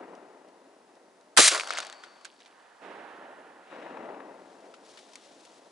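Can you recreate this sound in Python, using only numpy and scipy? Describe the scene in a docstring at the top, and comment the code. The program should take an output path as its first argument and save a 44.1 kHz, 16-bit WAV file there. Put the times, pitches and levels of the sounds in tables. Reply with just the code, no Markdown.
"""A close shotgun blast over a marsh pond: bursts of coloured noise, so loud that the peaks overload.
The barrel rings faintly as one sine, pellets patter into the water as short rings, cracks and ticks,
and the empty shell drops to the right. Echoes roll back from the far banks as swelling noise bands
(an earlier shot's echo is dying at the start). Tiny ticks of the hands on the gun come before the shot
and near the end; late on, hissing noise makes the shooter's clothing rustle, all over quiet open air."""
import sys
import numpy as np
from scipy import signal
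from scipy.fft import rfft, irfft
from scipy.io import wavfile

SR = 44100
rng = np.random.default_rng(int(sys.argv[2]) if len(sys.argv) > 2 else 0)


def materialize(psi):
    """Save the field psi as 16-bit PCM at rate SR to the path in sys.argv[1].

    A 1-D psi becomes a single channel; in a 2-D psi each row is a channel.
    """
    bounded = np.clip(np.atleast_2d(psi).T, -1, 1)
    quanta = np.round(bounded * 32767).astype(np.int16)
    wavfile.write(sys.argv[1], SR, quanta)


N = 251811  # length in samples
T = np.arange(N) / SR  # time in seconds
BIN_HZ = np.maximum(np.arange(N // 2 + 1) * SR / N, 1)  # frequency of each spectrum bin

# In all tables a level is a starting balance; t60 is the time to fade by 60 dB.
# Colours, the relative strength of low and high sound: [f/Hz, level/dB]
AIR_COLOUR = [(25, -23.5), (60, -24), (130, -19), (270, -3.5), (600, -2.5), (1000, -7.5), (2300, -14),
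              (5000, -14.5), (11000, -21)]
ECHO_COLOUR = [(60, -46), (120, -27.5), (190, -8.5), (300, 0), (600, 0.5), (850, 0), (1200, -1), (1700, 2),
               (2400, 1), (3400, -1.5), (5000, -11.5), (10000, -23.5)]
WHISPER_COLOUR = [(300, -30.5), (550, -8.5), (800, 1), (1150, -4.5), (1750, -3), (2200, -14.5), (3000, -17),
                  (6000, -41)]
RUSTLE_COLOUR = [(800, -15), (2000, -3.5), (3500, 1.5), (5500, -0.5), (8000, -5), (11000, -12.5)]
TUMBLE_COLOUR = [(900, -20), (1800, -3), (3200, 3), (4800, -3), (7000, -11), (11000, -18)]
PATTER_COLOUR = [(88, -66), (150, -36), (446, -11), (630, -6.5), (991, -14), (1400, -4), (2330, -8),
                 (4310, -8.5), (6320, -14), (8600, -18), (11500, -40.5), (15000, -68.5), (22000, -120)]
BLAST_COLOUR = [(40, -36.5), (100, -27), (300, -18), (600, -8), (900, -2), (1450, 0.5), (1900, -2.5),
                (2700, -3.5), (4500, -4), (6500, -7.5), (9000, -6), (11000, -11.5)]
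THUMP_COLOUR = [(25, -26), (60, -18), (120, -10.5), (200, -19), (270, -2.5), (490, -0.5), (720, -0.5),
                (900, -3.5), (1600, -17.5), (4000, -49.5)]
ROAR_COLOUR = [(59, -67.5), (100, -38.5), (359, -19.5), (553, -18), (623, -9), (804, -15), (1310, -4),
               (1570, -5), (2030, -2), (2520, -5), (4110, -1.5), (5110, -3), (6470, -2), (9970, -5),
               (11000, -11.5), (14300, -40), (22000, -120)]
TAIL_COLOUR = [(100, -48.5), (300, -22), (600, -12.5), (1300, -4), (2400, -1), (4200, 1), (7000, -2.5),
               (9000, -7), (11000, -12.5)]
REEDS_COLOUR = [(100, -49), (220, -21.5), (350, -7), (520, -0.5), (700, -1.5), (880, -9), (1050, -0.5),
                (1400, -1), (2000, -6.5), (3500, -22)]
MARSH_COLOUR = [(59, -72), (100, -42.5), (265, -20), (292, -11), (409, -10), (621, -1), (1490, -5),
                (2590, -14), (4610, -19), (8540, -29), (11500, -40), (15000, -70.5), (22000, -120)]
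# Shots that the banks answer, an earlier one and the close one: [t/s, level/dB]
SHOTS = [(-2.705, -2.5), (1.3861, 0)]
# Echoes of any shot, from the nearest bank to the far distance: [delay after the shot t/s, level/dB,
# rise t/s, hold t/s, t60/s, upper band against body level/dB, left minus right level/dB]
BANKS = [(1.418, -45.7, .034, .12, 2.6, -3.4, -5.4), (1.757, -48.5, .05, .07, 3.3, -9.2, 1.5),
         (2.19, -58.4, .1, .24, 2.1, 2.6, 3), (2.31, -43.3, .033, .24, 2.2, -4.2, 3),
         (2.377, -41.3, .23, .355, 2.3, -9.8, 4.5), (2.82, -55.5, .43, 1.7, 8.2, -6.5, 2.2)]
# How alike the echoes are on both sides: [f/Hz, likeness 0 to 1]
ECHO_LIKENESS = [(200, 0.95), (600, 0.99), (1200, 0.95), (2400, 0.66), (8000, 0.25)]
# Single reflections that stand out of the roll: [t/s, level/dB]
SLAPS = [(3.97, -30.5), (4.057, -36), (4.088, -34), (4.144, -32.5), (4.202, -36)]
# Swells of the whisper scattered back by the reed beds: [t/s, level/dB, rise t/s]
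REED_BEDS = [(2.33, -58.6, .27), (2.79, -51.5, .14)]
# Arm movements that make the sleeve rustle: [t/s, level/dB, rise t/s, hold t/s]
ARM_MOVES = [(4.1, -68.9, .45, 1.5), (4.823, -65.4, 0.065, .47)]
# Tiny dry ticks of the hands on the gun: [t/s, level/dB]
GRIP_TICKS = [(.151, -52), (.485, -59), (.953, -58), (1.21, -56.5), (4.989, -50), (5.451, -50.5)]
# Shell and gear knocks: [t/s, level/dB, ring f/Hz, treble level/dB, left minus right level/dB]
KNOCKS = [(2.036, -32, 1456, -63, 1.5), (2.21, -46, 1120, -61, .5), (2.247, -35, 4160, -42, -3),
          (2.251, -30, 1565, -38, -3.5), (2.403, -43, 3750, -63, 2), (2.459, -41, 3540, -63, -2.5),
          (4.739, -38, 1350, -67.5, 4), (4.973, -35.5, 4350, -55, 5), (5.133, -44, 969, -47, 5),
          (5.155, -36.5, 2250, -39, 4)]
# The loudest pellets hitting the water: [t/s, level/dB, plop f/Hz, treble level/dB]
PELLETS = [(1.547, -11, 1460, -22), (1.577, -16, 1390, -27), (1.597, -10.5, 2440, -36),
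           (1.608, -14, 2360, -47), (1.634, -22, 1350, -46), (1.673, -23, 1360, -33),
           (1.705, -10.5, 1334, -36), (1.735, -22, 1940, -31), (1.772, -17, 2040, -38),
           (1.778, -17.5, 3040, -39), (1.785, -13.5, 1400, -24), (1.802, -20.5, 1425, -30),
           (1.828, -28.5, 1130, -40), (1.848, -30, 1930, -39), (1.867, -28, 5970, -35),
           (1.898, -30.5, 1470, -37), (1.926, -30.5, 1820, -38.5)]
# Surges of the muzzle blast: [t/s, level/dB, hold t/s, t60/s]
BLAST_SURGES = [(1.3664, -24, 0.0012, .012), (1.37, -25, 0.0024, 0.026), (1.373, -9, .009, 0.024),
                (1.3837, -13, .003, 0.017), (1.3895, -12.5, .006, .04), (1.403, -15, .003, .02)]
# Narrow resonances that colour the blast: [f/Hz, width f/Hz, level/dB]
BLAST_PEAKS = [(500, 51, -3), (1500, 48, 0.5), (2427, 30, -1.5), (3960, 75, -1.5), (4700, 53, 0),
               (5820, 76, -3), (6300, 72, -2), (6930, 70, -2), (7420, 240, -4), (8630, 140, -1)]
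# Phase shift between the two microphone ports: [f/Hz, left lead in radians]
PORT_PHASE = [(40, -0.23), (250, -0.0048), (600, -.6), (1200, -0.86), (2300, -0.37), (4500, -0.23),
              (9000, -0.31)]

AIR_DB = -65
# each echo loses this much of its upper band, over about this time
DULLING_DB, DULLING_S = 3.6, .12
WHISPER_HOLD_S, WHISPER_T60_S = .4, 3.4
RUSTLE_T60_S, GRIP_T60_S = 2, .022
# the shell tumbles on after landing, then settles
TUMBLE_START_S, TUMBLE_HOLD_S, TUMBLE_T60_S, TUMBLE_DB = 2.26, .22, 1.6, -66.5
# the main cloud of pellets lands together; the spray that it throws up falls back for longer
CLOUD_START_S, CLOUD_RISE_S, CLOUD_HOLD_S, CLOUD_T60_S, CLOUD_DB = 1.665, .028, .13, .34, -39.5
SPRAY_T60_S, SPRAY_DB, PELLET_PAN_DB = 3.2, -62.5, 2
BARREL_HZ, BARREL_DB, BARREL_T60_S = 4500, -39.7, 1.8
MIC_LOW_HZ, CUTOFF_HZ = 36, 11200
OVERLOAD_LEVEL = .76  # the overload bends peaks so that they never pass this


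def from_db(db):
    """Turn decibels into a gain."""
    return 10 ** (np.asarray(db) / 20)


def rms_one(x):
    """Scale a sound to an average power of 1."""
    return x / np.sqrt(np.mean(x ** 2) + 1e-20)


def at_hz(points, hz):
    """Read a table at any frequency, along a logarithmic frequency axis."""
    table = np.array(points)
    return np.interp(np.log(hz), np.log(table[:, 0]), table[:, 1])


def panned(lean_db):
    """Left and right gains for a level difference; positive leans left."""
    return from_db(np.array([[.5], [-.5]]) * lean_db)


def drift(rate_hz):
    """Random wandering with a spread of 1, mostly slower than the given rate."""
    spectrum = rfft(rng.standard_normal(N))
    return rms_one(irfft(spectrum / (1 + (BIN_HZ / rate_hz) ** 2), N))


def pair(alike):
    """Stereo white noise; likeness 1 makes both sides the same, 0 makes them independent."""
    mid, side = rng.standard_normal((2, N))
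    alike = np.clip(alike, 0, 1)
    shared = np.sqrt((1 + alike) / 2) * mid
    opposite = np.sqrt((1 - alike) / 2) * side * [[1], [-1]]
    return shared + opposite


def coloured(x, colour):
    """Reshape the spectrum of a steady sound and scale it to power 1."""
    return rms_one(irfft(rfft(x) * from_db(at_hz(colour, BIN_HZ)), N))


def surge(start, hold, t60, rise=0.0008):
    """Loudness curve that rises, holds and dies away; the hold counts from the start."""
    age = T - start
    fade_db = np.clip(60 * (age - hold) / t60, 0, 300)
    return np.clip(age / rise, 0, 1) * from_db(-fade_db)


def low_cut(x, hz):
    """Remove sound below a frequency with a third-order high-pass."""
    return signal.sosfilt(signal.butter(3, hz, "high", fs=SR, output="sos"), x + 1e-18)


def band_pass(x, low_hz, high_hz, order=2):
    """Keep the sound between two frequencies."""
    return signal.sosfilt(signal.butter(order, [low_hz, high_hz], "band", fs=SR, output="sos"), x)


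def resonant(x, peaks, peak_db):
    """Add narrow resonances, each a small filter that rings at its own pitch."""
    out = x
    for hz, width_hz, db in peaks:
        r = np.exp(-np.pi * width_hz / SR)  # a narrower peak rings longer
        feed = [(1 - r * r) / 2, 0, (r * r - 1) / 2]
        feedback = [1, -2 * r * np.cos(2 * np.pi * hz / SR), r * r]
        out = out + from_db(db + peak_db) * signal.lfilter(feed, feedback, x)
    return out


def ticks(per_s, spread_db, colour):
    """Random ticks of uneven size, each ringing in a pitch band of its own; power 1."""
    out, centres = 0, np.geomspace(500, 9000, 9)
    for hz in centres:
        happens = rng.random(N) < per_s / len(centres) / SR
        size = from_db(spread_db * np.minimum(rng.exponential(1, N), 3))
        clicks = happens * size * pair(.93)
        out = out + band_pass(clicks + 1e-18, hz / 1.3, hz * 1.3)
    return coloured(out, colour)


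def hits(rows, ring_db, cycles, crack_db, crack_t60, scatter_db, scatter_t60, low_hz):
    """Each hit is a damped ring and a bright crack with a short scatter; small things give no bass."""
    out, age = np.zeros((2, N)), T[:SR // 8]
    for s, level_db, hz, treble_db, lean_db in rows:
        white = rng.standard_normal((3, len(age)))
        # the ring fades by 60 dB within the given number of cycles
        ring_fade = from_db(-60 * np.minimum(age * hz / cycles, 5))
        ring = from_db(level_db + ring_db) * np.sin(2 * np.pi * hz * age) * ring_fade
        bright = rms_one(band_pass(white[0], 2600, 8000))
        crack = from_db(treble_db + crack_db) * bright * from_db(-60 * age / crack_t60)
        broad = rms_one(band_pass(white[1:] + white[0], 700, 4500))
        scatter = from_db(level_db + scatter_db) * broad * from_db(-60 * age / scatter_t60)
        at = round((s + 0.00086) * SR)
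        hit = panned(lean_db) * (ring + crack + scatter)
        out[:, at:at + len(age)] += hit[:, :N - at]
    return low_cut(out, low_hz)


def open_air():
    """Quiet open air is a steady noise, strongest in the lower middle."""
    return from_db(AIR_DB) * coloured(pair(0.44), AIR_COLOUR)


def bank_answers():
    """Each bank answers each shot with a swell that dulls with time; the powers of all swells add.

    Gives the body and upper band levels and the left minus right lean, all in dB."""
    body, upper, lean = 1e-12, 1e-13, 0
    for fired, shot_db in SHOTS:
        for delay, db, rise, hold, t60, upper_db, lean_db in BANKS:
            arrival = fired + delay
            power = (from_db(shot_db + db) * surge(arrival, hold, t60, rise)) ** 2
            dulled_db = DULLING_DB * (1 - np.exp(-np.maximum(T - arrival, 0) / DULLING_S))
            body = body + power
            upper = upper + power * from_db(upper_db - dulled_db) ** 2
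            lean = lean + power * lean_db
    return 10 * np.log10(body), 10 * np.log10(upper), lean / body


def echoes():
    """Countless reflections merge into a lumpy roll; air soaks up the treble of the longer paths."""
    body_db, upper_db, lean_db = bank_answers()
    lumps = drift(60)
    treble_loss_db = np.minimum(upper_db - body_db - 4.5, -3)
    edges = 45 * 2 ** np.arange(0, 8.1, .5)  # half-octave bands
    roll = 0
    for low, high in zip(edges, edges[1:]):
        hz = np.sqrt(low * high)
        band = band_pass(pair(at_hz(ECHO_LIKENESS, hz)), low, high, order=3)
        # only bands above 750 Hz lose treble, and higher bands lose more
        dulling_db = treble_loss_db * np.clip(np.log2(hz / 750) / 1.195, 0, 1.9)
        lean = panned(lean_db * min(hz / 700, 1.2))  # bass leans less
        roll = roll + band * from_db(at_hz(ECHO_COLOUR, hz) + dulling_db) * lean
    slap_surges = sum(from_db(db + 6) * surge(s, 0.0035, .022, rise=.001) for s, db in SLAPS)
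    slaps = low_cut(roll * slap_surges, 337)
    swells = sum(from_db(db) * surge(s, WHISPER_HOLD_S, WHISPER_T60_S, rise) for s, db, rise in REED_BEDS)
    whisper = coloured(pair(.8), WHISPER_COLOUR) * swells * panned(-4)
    return roll * from_db(body_db + 12.0 + 1.3 * lumps) + slaps + whisper


def sleeve_and_grip():
    """Cloth slides in a fine, grainy hiss late on; grip ticks come before the shot and near the end."""
    moves = sum(from_db(db) * surge(s, hold, RUSTLE_T60_S, rise) for s, db, rise, hold in ARM_MOVES)
    grain_db = 1.5 * drift(70) + 1.5 * drift(9)
    cloth = moves * from_db(grain_db) * panned(4)
    grip = sum(from_db(db) * surge(s, 0, GRIP_T60_S) for s, db in GRIP_TICKS)
    return coloured(pair(0.79), RUSTLE_COLOUR) * (cloth + grip)


def shell_tumble():
    """The landed shell tumbles on as a thin run of random ticks, then settles."""
    fading = from_db(TUMBLE_DB) * surge(TUMBLE_START_S, TUMBLE_HOLD_S, TUMBLE_T60_S)
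    return ticks(900, spread_db=2.5, colour=TUMBLE_COLOUR) * fading * panned(-1.95)


def shell_and_gear_knocks():
    """The shell and the gear knock: short rings with a crack and a scatter."""
    return hits(KNOCKS, ring_db=-4, cycles=29, crack_db=-1, crack_t60=0.018,
                scatter_db=-11.5, scatter_t60=0.069, low_hz=700)


def pellets():
    """Single loud plops stand out of a dense spatter of small ones; the spray falls back after them."""
    cloud = from_db(CLOUD_DB) * surge(CLOUD_START_S, CLOUD_HOLD_S, CLOUD_T60_S, rise=CLOUD_RISE_S)
    spray = from_db(SPRAY_DB) * surge(CLOUD_START_S + CLOUD_HOLD_S, 0, SPRAY_T60_S)
    patter = ticks(3200, spread_db=3.0, colour=PATTER_COLOUR)
    spatter = patter * (cloud + spray) * panned(PELLET_PAN_DB)
    rows = [(*pellet, PELLET_PAN_DB) for pellet in PELLETS]
    plops = hits(rows, ring_db=-3.5, cycles=12.5, crack_db=1, crack_t60=0.0087,
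                 scatter_db=-15.5, scatter_t60=0.0245, low_hz=514.6)
    return spatter + plops


def barrel():
    """The steel keeps one thin ringing note, a fading sine."""
    return from_db(BARREL_DB) * np.sin(2 * np.pi * BARREL_HZ * T) * surge(1.38, 0, BARREL_T60_S)


def shot():
    """A tearing blast with a low thump, a held roar, a slap from the near reeds and the marsh's answer."""
    tear = coloured(pair(0.52) * from_db(2 * drift(500)), BLAST_COLOUR)
    blast = tear * sum(from_db(db + 1) * surge(s, hold, t60) for s, db, hold, t60 in BLAST_SURGES)

    thump = from_db(-16.0) * coloured(pair(.2), THUMP_COLOUR) * surge(1.382, 0.0082, 0.086, rise=0.0068)

    held = from_db(-16.5) * surge(1.392, .076, 0.067, rise=.003)
    held = held + from_db(-16.0) * surge(1.4757, .006, .055)
    roar = coloured(pair(.92), ROAR_COLOUR) * from_db(1.2 * drift(120)) * held

    # in the three later layers the drift makes the level uneven
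    tail = coloured(pair(.92), TAIL_COLOUR) * from_db(-26 + 1.4 * drift(100))
    tail = tail * surge(1.47, .045, 0.39, rise=0.017)
    reeds = coloured(pair(0.95), REEDS_COLOUR) * from_db(-29.5 + 2.5 * drift(90))
    reeds = reeds * surge(1.503, 0.043, 0.27, rise=0.015)
    marsh = coloured(pair(.8), MARSH_COLOUR) * from_db(-44 + 1.5 * drift(40))
    marsh = marsh * surge(1.58, 0.17, 1.6, rise=0.099)

    near = low_cut(resonant(blast + thump + roar, BLAST_PEAKS, peak_db=-2.5), 32)
    return (near + low_cut(tail + reeds, 220)) * panned(0.56) + marsh * panned(3)


def scene():
    """Add all sources, from the quiet open air up to the shot."""
    background = open_air() + echoes() + sleeve_and_grip()
    small_sounds = shell_tumble() + shell_and_gear_knocks() + pellets()
    return background + small_sounds + barrel() + shot()


def record(dry):
    """Close-set ports shift the phase between the sides, peaks overload, deep bass and top are cut."""
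    half_shift = .5j * at_hz(PORT_PHASE, BIN_HZ)  # half of the shift goes to each side
    ports = irfft(rfft(dry) * np.exp(half_shift * np.array([[1], [-1]])), N)
    loaded = OVERLOAD_LEVEL * np.tanh(ports / OVERLOAD_LEVEL)
    loaded = low_cut(loaded, MIC_LOW_HZ)
    top_cut = np.sqrt(1 + (BIN_HZ / CUTOFF_HZ) ** 260)  # a very steep edge
    return irfft(rfft(loaded) / top_cut, N)


dry = scene()
out = record(dry)
materialize(out)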